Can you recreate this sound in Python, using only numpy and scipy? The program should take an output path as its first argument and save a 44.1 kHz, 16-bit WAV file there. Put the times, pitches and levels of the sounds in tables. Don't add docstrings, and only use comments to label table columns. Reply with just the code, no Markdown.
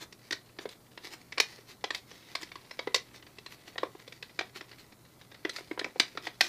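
import sys
import numpy as np
from scipy import signal
from scipy.fft import rfft, irfft
from scipy.io import wavfile

SR = 44100
rng = np.random.default_rng(int(sys.argv[2]) if len(sys.argv) > 2 else 0)


def master_out(mix):
    frames = np.transpose(np.atleast_2d(mix))
    ceiling = np.clip(frames, -1, 1)
    pcm = np.round(ceiling * 32767).astype(np.int16)
    wavfile.write(sys.argv[1], SR, pcm)


N = 285768
TIME = np.arange(N) / SR
SHORT_TIME = np.arange(4096) / SR
HALF_SECOND = TIME[:SR // 2]

# frequency_hz, density_db
AIR_SPECTRUM = [(25, -13), (54, -7), (90, -4.5), (125, -3), (165, -2), (260, -3.5), (450, -8.5), (800, -13),
                (1400, -16), (2500, -44), (5000, -27), (8000, -24.5), (15000, -24.5)]
# frequency_hz, gain_db
FRICTION_SPECTRUM = [(180, -21.5), (330, 3), (560, -7.5), (800, -5), (1060, -5), (1500, -6.5), (2000, 1),
                     (2900, -4.5), (4300, -1.5), (5500, -5.5), (7500, -13), (10500, -17.5), (15000, -21)]
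# time_s, effort_db
GRIP_EFFORT = [(0.0, -66), (0.78, -66.5), (1.37, -62.5), (1.51, -57.5), (1.97, -69), (2.04, -62.5),
               (2.38, -58.5), (3.27, -64), (3.52, -64), (3.61, -61.5), (4.58, -62), (5.02, -65.5),
               (5.32, -65.5), (5.67, -58), (5.79, -64), (6.1, -56.5), (6.39, -66), (6.48, -64)]
# middle_s, swell_width_s, level_db
RUB_STROKES = [(0.024, 0.019, -42), (0.254, 0.026, -57.5), (0.624, .022, -51), (0.718, .018, -52.5),
               (1.059, 0.029, -46), (1.132, 0.02, -44.5), (1.523, 0.059, -53), (1.706, 0.029, -50),
               (1.961, 0.026, -46.5), (2.15, .07, -56), (2.307, 0.023, -54), (2.428, 0.016, -45.5),
               (3.162, 0.021, -53.5), (3.528, 0.023, -50.5), (3.683, 0.022, -53), (4.569, 0.016, -43.5),
               (4.801, 0.021, -53), (5.572, 0.032, -45), (6.259, 0.03, -46.5), (6.453, .032, -39)]
# start_s, level_db
CLEAR_TICKS = [(3.144, -53.5), (3.225, -51.5), (3.266, -51.5), (3.677, -50), (3.995, -54.5), (4.295, -54.5),
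               (4.714, -49), (4.728, -52), (4.922, -54.5), (5.213, -51.5), (5.316, -50), (5.344, -50)]
# frequency_hz, gain_db
SHEET_SPECTRUM = [(150.0, -33), (300.0, -1.5), (500.0, -2.5), (800.0, -4.5), (1400.0, -4), (1900.0, 4.5),
                  (2800.0, -1), (4000.0, 1.5), (5200.0, -2), (6500.0, -12), (8500.0, -20), (11000.0, -28.5),
                  (15000.0, -38)]
# start_s, crack_db, tilt_db_per_octave, pouch_hz, pouch_db, flap_db, facet_hz
CREASE_SNAPS = [(0.125, -49.5, 5, 390, -58, -63, 1910), (0.3083, -34, 2, 340, -43.5, -55, 1904),
                (0.3232, -34.5, 3.5, 410, -44.5, -64, 1525), (0.328, -33.5, 0.5, 310, -47.5, -58, 1890),
                (0.587, -39.5, -4, 354, -48, -66, 1850), (0.6551, -42, -5, 416, -35, -57, 690),
                (0.69, -48, 5.5, 400, -59, -67, 3940), (.9751, -44, -2, 334, -57, -55.5, 1850),
                (1.3228, -41, 0.5, 325, -58, -51, 2170), (1.375, -42, -4, 485, -47, -55, 2290),
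                (1.3806, -29.5, -0.7, 684, -60, -39, 2280), (1.4005, -19, 3.5, 434, -31, -33, 2300),
                (1.587, -60, -10, 443, -53, -71, 640), (1.8405, -31.5, -1, 420, -37, -37, 800),
                (1.9053, -32.5, -1, 684, -59, -46, 1860), (1.9468, -34, 3.5, 367, -62, -54, 2130),
                (2.1136, -49.5, 2, 467, -52.5, -60, 1830), (2.352, -31.5, 2, 694, -48, -39.5, 2120),
                (2.43, -41.5, 3, 370, -45.5, -52, 1950), (2.5165, -46.5, -2, 357, -64, -60, 2200),
                (2.5557, -45.5, -0.5, 328, -51, -48, 1090), (2.71, -42.5, -0.5, 590, -56, -53, 2000),
                (2.7909, -34.5, -2.5, 536, -40, -60, 2220), (2.8722, -35.5, -5, 447, -33, -52, 784),
                (2.9442, -22, 3.5, 490, -33, -33, 3750), (2.9596, -32, 3.5, 494, -36, -58, 5100),
                (3.3842, -47.5, 0.5, 413, -52.5, -58, 2690), (3.462, -43.5, 1, 380, -55.5, -52.5, 4110),
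                (3.757, -47.5, -6.5, 710, -52, -58, 1890), (3.78, -34.5, -2.5, 715, -62, -44.5, 1890),
                (3.8314, -33.5, -6, 515, -30, -31.5, 945), (3.95, -54.5, -7.5, 370, -47.5, -61, 784),
                (4.0777, -49, 2.5, 470, -48.5, -67, 3500), (4.1229, -47.5, 3, 450, -57, -64, 2330),
                (4.226, -40.5, 0.5, 514, -52, -62, 2570), (4.39, -30, -1, 358, -38.5, -38.5, 2400),
                (4.4098, -36, -3, 340, -60, -52, 764), (4.559, -46, 0, 370, -49, -52, 2380),
                (4.609, -43, -2.2, 377, -54, -58, 1820), (5.4497, -31.5, -4.5, 309, -33, -56, 1995),
                (5.4943, -36.5, 5, 524, -49.5, -47, 2000), (5.562, -38, 2.5, 580, -63, -47, 1830),
                (5.584, -45, -4, 587, -49, -49, 2200), (5.607, -56, -8, 368, -50.5, -64, 694),
                (5.7119, -39.5, -6.5, 343, -33.5, -53, 2190), (5.7758, -40.5, -7, 440, -49, -58, 935),
                (5.7931, -32.5, 0, 490, -43, -42, 4200), (5.8135, -39, -8, 376, -41.5, -62, 1810),
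                (5.844, -33.5, -2.5, 259, -45, -60, 2290), (5.8626, -48.5, -10, 530, -47, -60, 740),
                (5.958, -46.5, -9, 520, -43.5, -66, 740), (5.998, -18.5, 2, 260, -35, -40, 4070),
                (6.1517, -60, -5, 396, -48.5, -68, 2100), (6.1734, -36, -3.5, 302, -45, -38, 1855),
                (6.2693, -35, -2.5, 743, -43.5, -56, 1930), (6.408, -18, 3, 744, -33.5, -41, 1860)]

AIR_DB, HUM_DB, MAINS_HZ = -60, -68, 120
WRINKLES_PER_S, WRINKLE_SPREAD_DB = 22, 3.5
FLAP_LOOSE_HZ, FLAP_TAUT_HZ, OPENS_S = 1024, 1435, 4.1
FLAP_SPREAD = 0.079
FACET_DB = -4
RING_PER_TILT = 0.22
TOP_HZ = 15000


def undb(db):
    return 10 ** (np.asarray(db) / 20)


def level(x, db):
    return x * undb(db) / np.sqrt(np.mean(x ** 2))


def burst_level(x, db):
    return x * undb(db) / np.sqrt(np.sum(x ** 2) / (SR / 100))


def add(out, x, start_s):
    i = int(np.clip(start_s * SR, 0, N - 1))
    out[i:i + len(x)] += x[:N - i]


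def fade(t, t60):
    return np.exp(-np.log(1000) * t / t60)


def low_pass(x, order, hz):
    return signal.sosfilt(signal.butter(order, hz, fs=SR, output="sos"), x)


def high_pass(x, order, hz):
    return signal.sosfilt(signal.butter(order, hz, "high", fs=SR, output="sos"), x)


def colour(x, points, tilt_db=0, size=4096):
    hz, db = np.transpose(points)
    f = np.maximum(np.arange(size // 2 + 1) * SR / size, 1)
    tilt = tilt_db * np.log2(np.maximum(f, 450) / 3000)
    gain_db = np.interp(np.log(f), np.log(hz), db) + tilt
    cepstrum = irfft(np.log(undb(gain_db)))
    cepstrum[1:size // 2] *= 2
    cepstrum[size // 2 + 1:] = 0
    impulse_response = irfft(np.exp(rfft(cepstrum)))
    return signal.fftconvolve(x, impulse_response)[:len(x)]


def walk(hz):
    return level(low_pass(rng.standard_normal(N), 2, hz), 0)


def still_air(waver=0.2, waver_hz=6):
    air = level(colour(rng.standard_normal(N), AIR_SPECTRUM), AIR_DB)
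    hum = (1 + waver * walk(waver_hz)) * np.sin(2 * np.pi * MAINS_HZ * TIME)
    return air + level(hum, HUM_DB)


def room(x, wet_db=-10.0, t60=0.18, treble_t60=0.15, split_hz=6000, build_s=0.0035, bass_db=2):
    t = HALF_SECOND
    low = low_pass(rng.standard_normal(len(t)), 2, split_hz)
    high = high_pass(rng.standard_normal(len(t)), 2, split_hz)
    build_up = 1 - np.exp(-(t / build_s) ** 2)
    tail = (low * fade(t, t60) + high * fade(t, treble_t60)) * build_up
    unit_energy_tail = tail / np.sqrt(np.sum(tail ** 2))
    echoes = colour(unit_energy_tail, [(700, bass_db), (2500, 0)])
    return undb(wet_db) * signal.fftconvolve(x, echoes)[:N]


def folded(points, ripple_db):
    hz = np.geomspace(150, 15000, 72)
    ripple = ripple_db * rng.standard_normal(len(hz)) * np.clip(hz / 2000, 0, 1)
    known_hz, db = np.transpose(points)
    smooth_db = np.interp(np.log(hz), np.log(known_hz), db)
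    return np.column_stack([hz, smooth_db + ripple])


def friction(samples, catches_per_s=900, scatter_db=5.0, slide=0.93):
    sizes = undb(scatter_db * np.minimum(rng.exponential(size=samples), 4.5))
    catches = (rng.random(samples) < catches_per_s / SR) * sizes
    tick_decay = fade(SHORT_TIME, 0.012)
    energy = np.abs(signal.fftconvolve(catches ** 2, tick_decay ** 2)[:samples])
    grain = np.sqrt(energy / energy.mean() + slide)
    noise = grain * rng.standard_normal(samples)
    return level(colour(noise, folded(FRICTION_SPECTRUM, 2.8)), 0)


def effort_db(s):
    return np.interp(s, *np.transpose(GRIP_EFFORT))


def rubs(grip_db=-2.0, pressure_db=2.0, pressure_hz=16):
    strokes, grip = np.zeros((2, N))
    t = HALF_SECOND
    for middle_s, width_s, db in RUB_STROKES:
        start_s = max(middle_s - t[-1] / 2, 0)
        swell = np.exp(-((t + start_s - middle_s) / width_s) ** 2)
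        add(strokes, undb(db) * swell * friction(len(t)), start_s)
    for start_s in np.arange(0, N / SR, t[-1] / 2):
        add(grip, np.sin(np.pi * t / t[-1]) * friction(len(t)), start_s)
    uneven_db = pressure_db * walk(pressure_hz)
    return strokes + grip * undb(effort_db(TIME) + grip_db + uneven_db)


def ticks(tilt_db=-2.5):
    out = np.zeros(N)
    when, size = rng.random((int(WRINKLES_PER_S * N / SR), 2)).T
    times = when * N / SR
    faint_db = effort_db(times) + WRINKLE_SPREAD_DB * (2 * size - 1)
    for start_s, db in [*CLEAR_TICKS, *zip(times, faint_db)]:
        add(out, burst_level(crack(tilt_db, hold_s=0.006), db), start_s)
    return out


def crack(tilt_db, hold_s=0.0043, flutter_db=-23, flutter_t60=0.11, edge_hz=14000, db_per_octave=3.5):
    burst = fade(np.maximum(SHORT_TIME - hold_s, 0), 0.028)
    envelope = burst + undb(flutter_db) * fade(SHORT_TIME, flutter_t60)
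    waves = rfft(rng.standard_normal(len(SHORT_TIME)) * envelope)
    even = irfft(waves / np.abs(waves)) * np.sqrt(envelope)
    edge = np.clip(edge_hz * 2 ** (tilt_db / db_per_octave), 3500, 19000)
    return colour(low_pass(even, 3, edge), folded(SHEET_SPECTRUM, 4), tilt_db)


def ring(hz, swell_s=0.002, shorten=0.08, rough=0.41):
    tau = swell_s * (1000 / hz) ** shorten
    wander = rough * np.cumsum(rng.standard_normal(len(SHORT_TIME))) / np.sqrt(tau * SR)
    phase = 2 * np.pi * (hz * SHORT_TIME + rng.random()) + wander
    return SHORT_TIME * np.exp(-SHORT_TIME / tau) * np.sin(phase)


def snaps():
    cracks, rings = np.zeros((2, N))
    for start_s, crack_db, tilt_db, pouch_hz, pouch_db, flap_db, facet_hz in CREASE_SNAPS:
        add(cracks, burst_level(crack(tilt_db), crack_db), start_s)
        flap_base_hz = FLAP_LOOSE_HZ if start_s < OPENS_S else FLAP_TAUT_HZ
        flap_hz = flap_base_hz * (1 + FLAP_SPREAD * rng.uniform(-0.91, 1))
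        facet_db = crack_db + FACET_DB - RING_PER_TILT * tilt_db
        for hz, db in (pouch_hz, pouch_db), (flap_hz, flap_db), (facet_hz, facet_db):
            add(rings, burst_level(ring(hz), db), start_s)
    return cracks, rings


def scene(small_sheet_hz=245, ring_spill_db=-5):
    cracks, rings = snaps()
    crackle = cracks + rubs() + ticks()
    to_walls = crackle + undb(ring_spill_db) * rings
    paper = crackle + rings + room(to_walls)
    paper = high_pass(paper, 3, small_sheet_hz)
    return (paper + still_air())[None]


def record(dry):
    return signal.sosfilt(signal.ellip(10, 0.1, 70, TOP_HZ, fs=SR, output="sos"), dry)


dry = scene()
out = record(dry)
master_out(out)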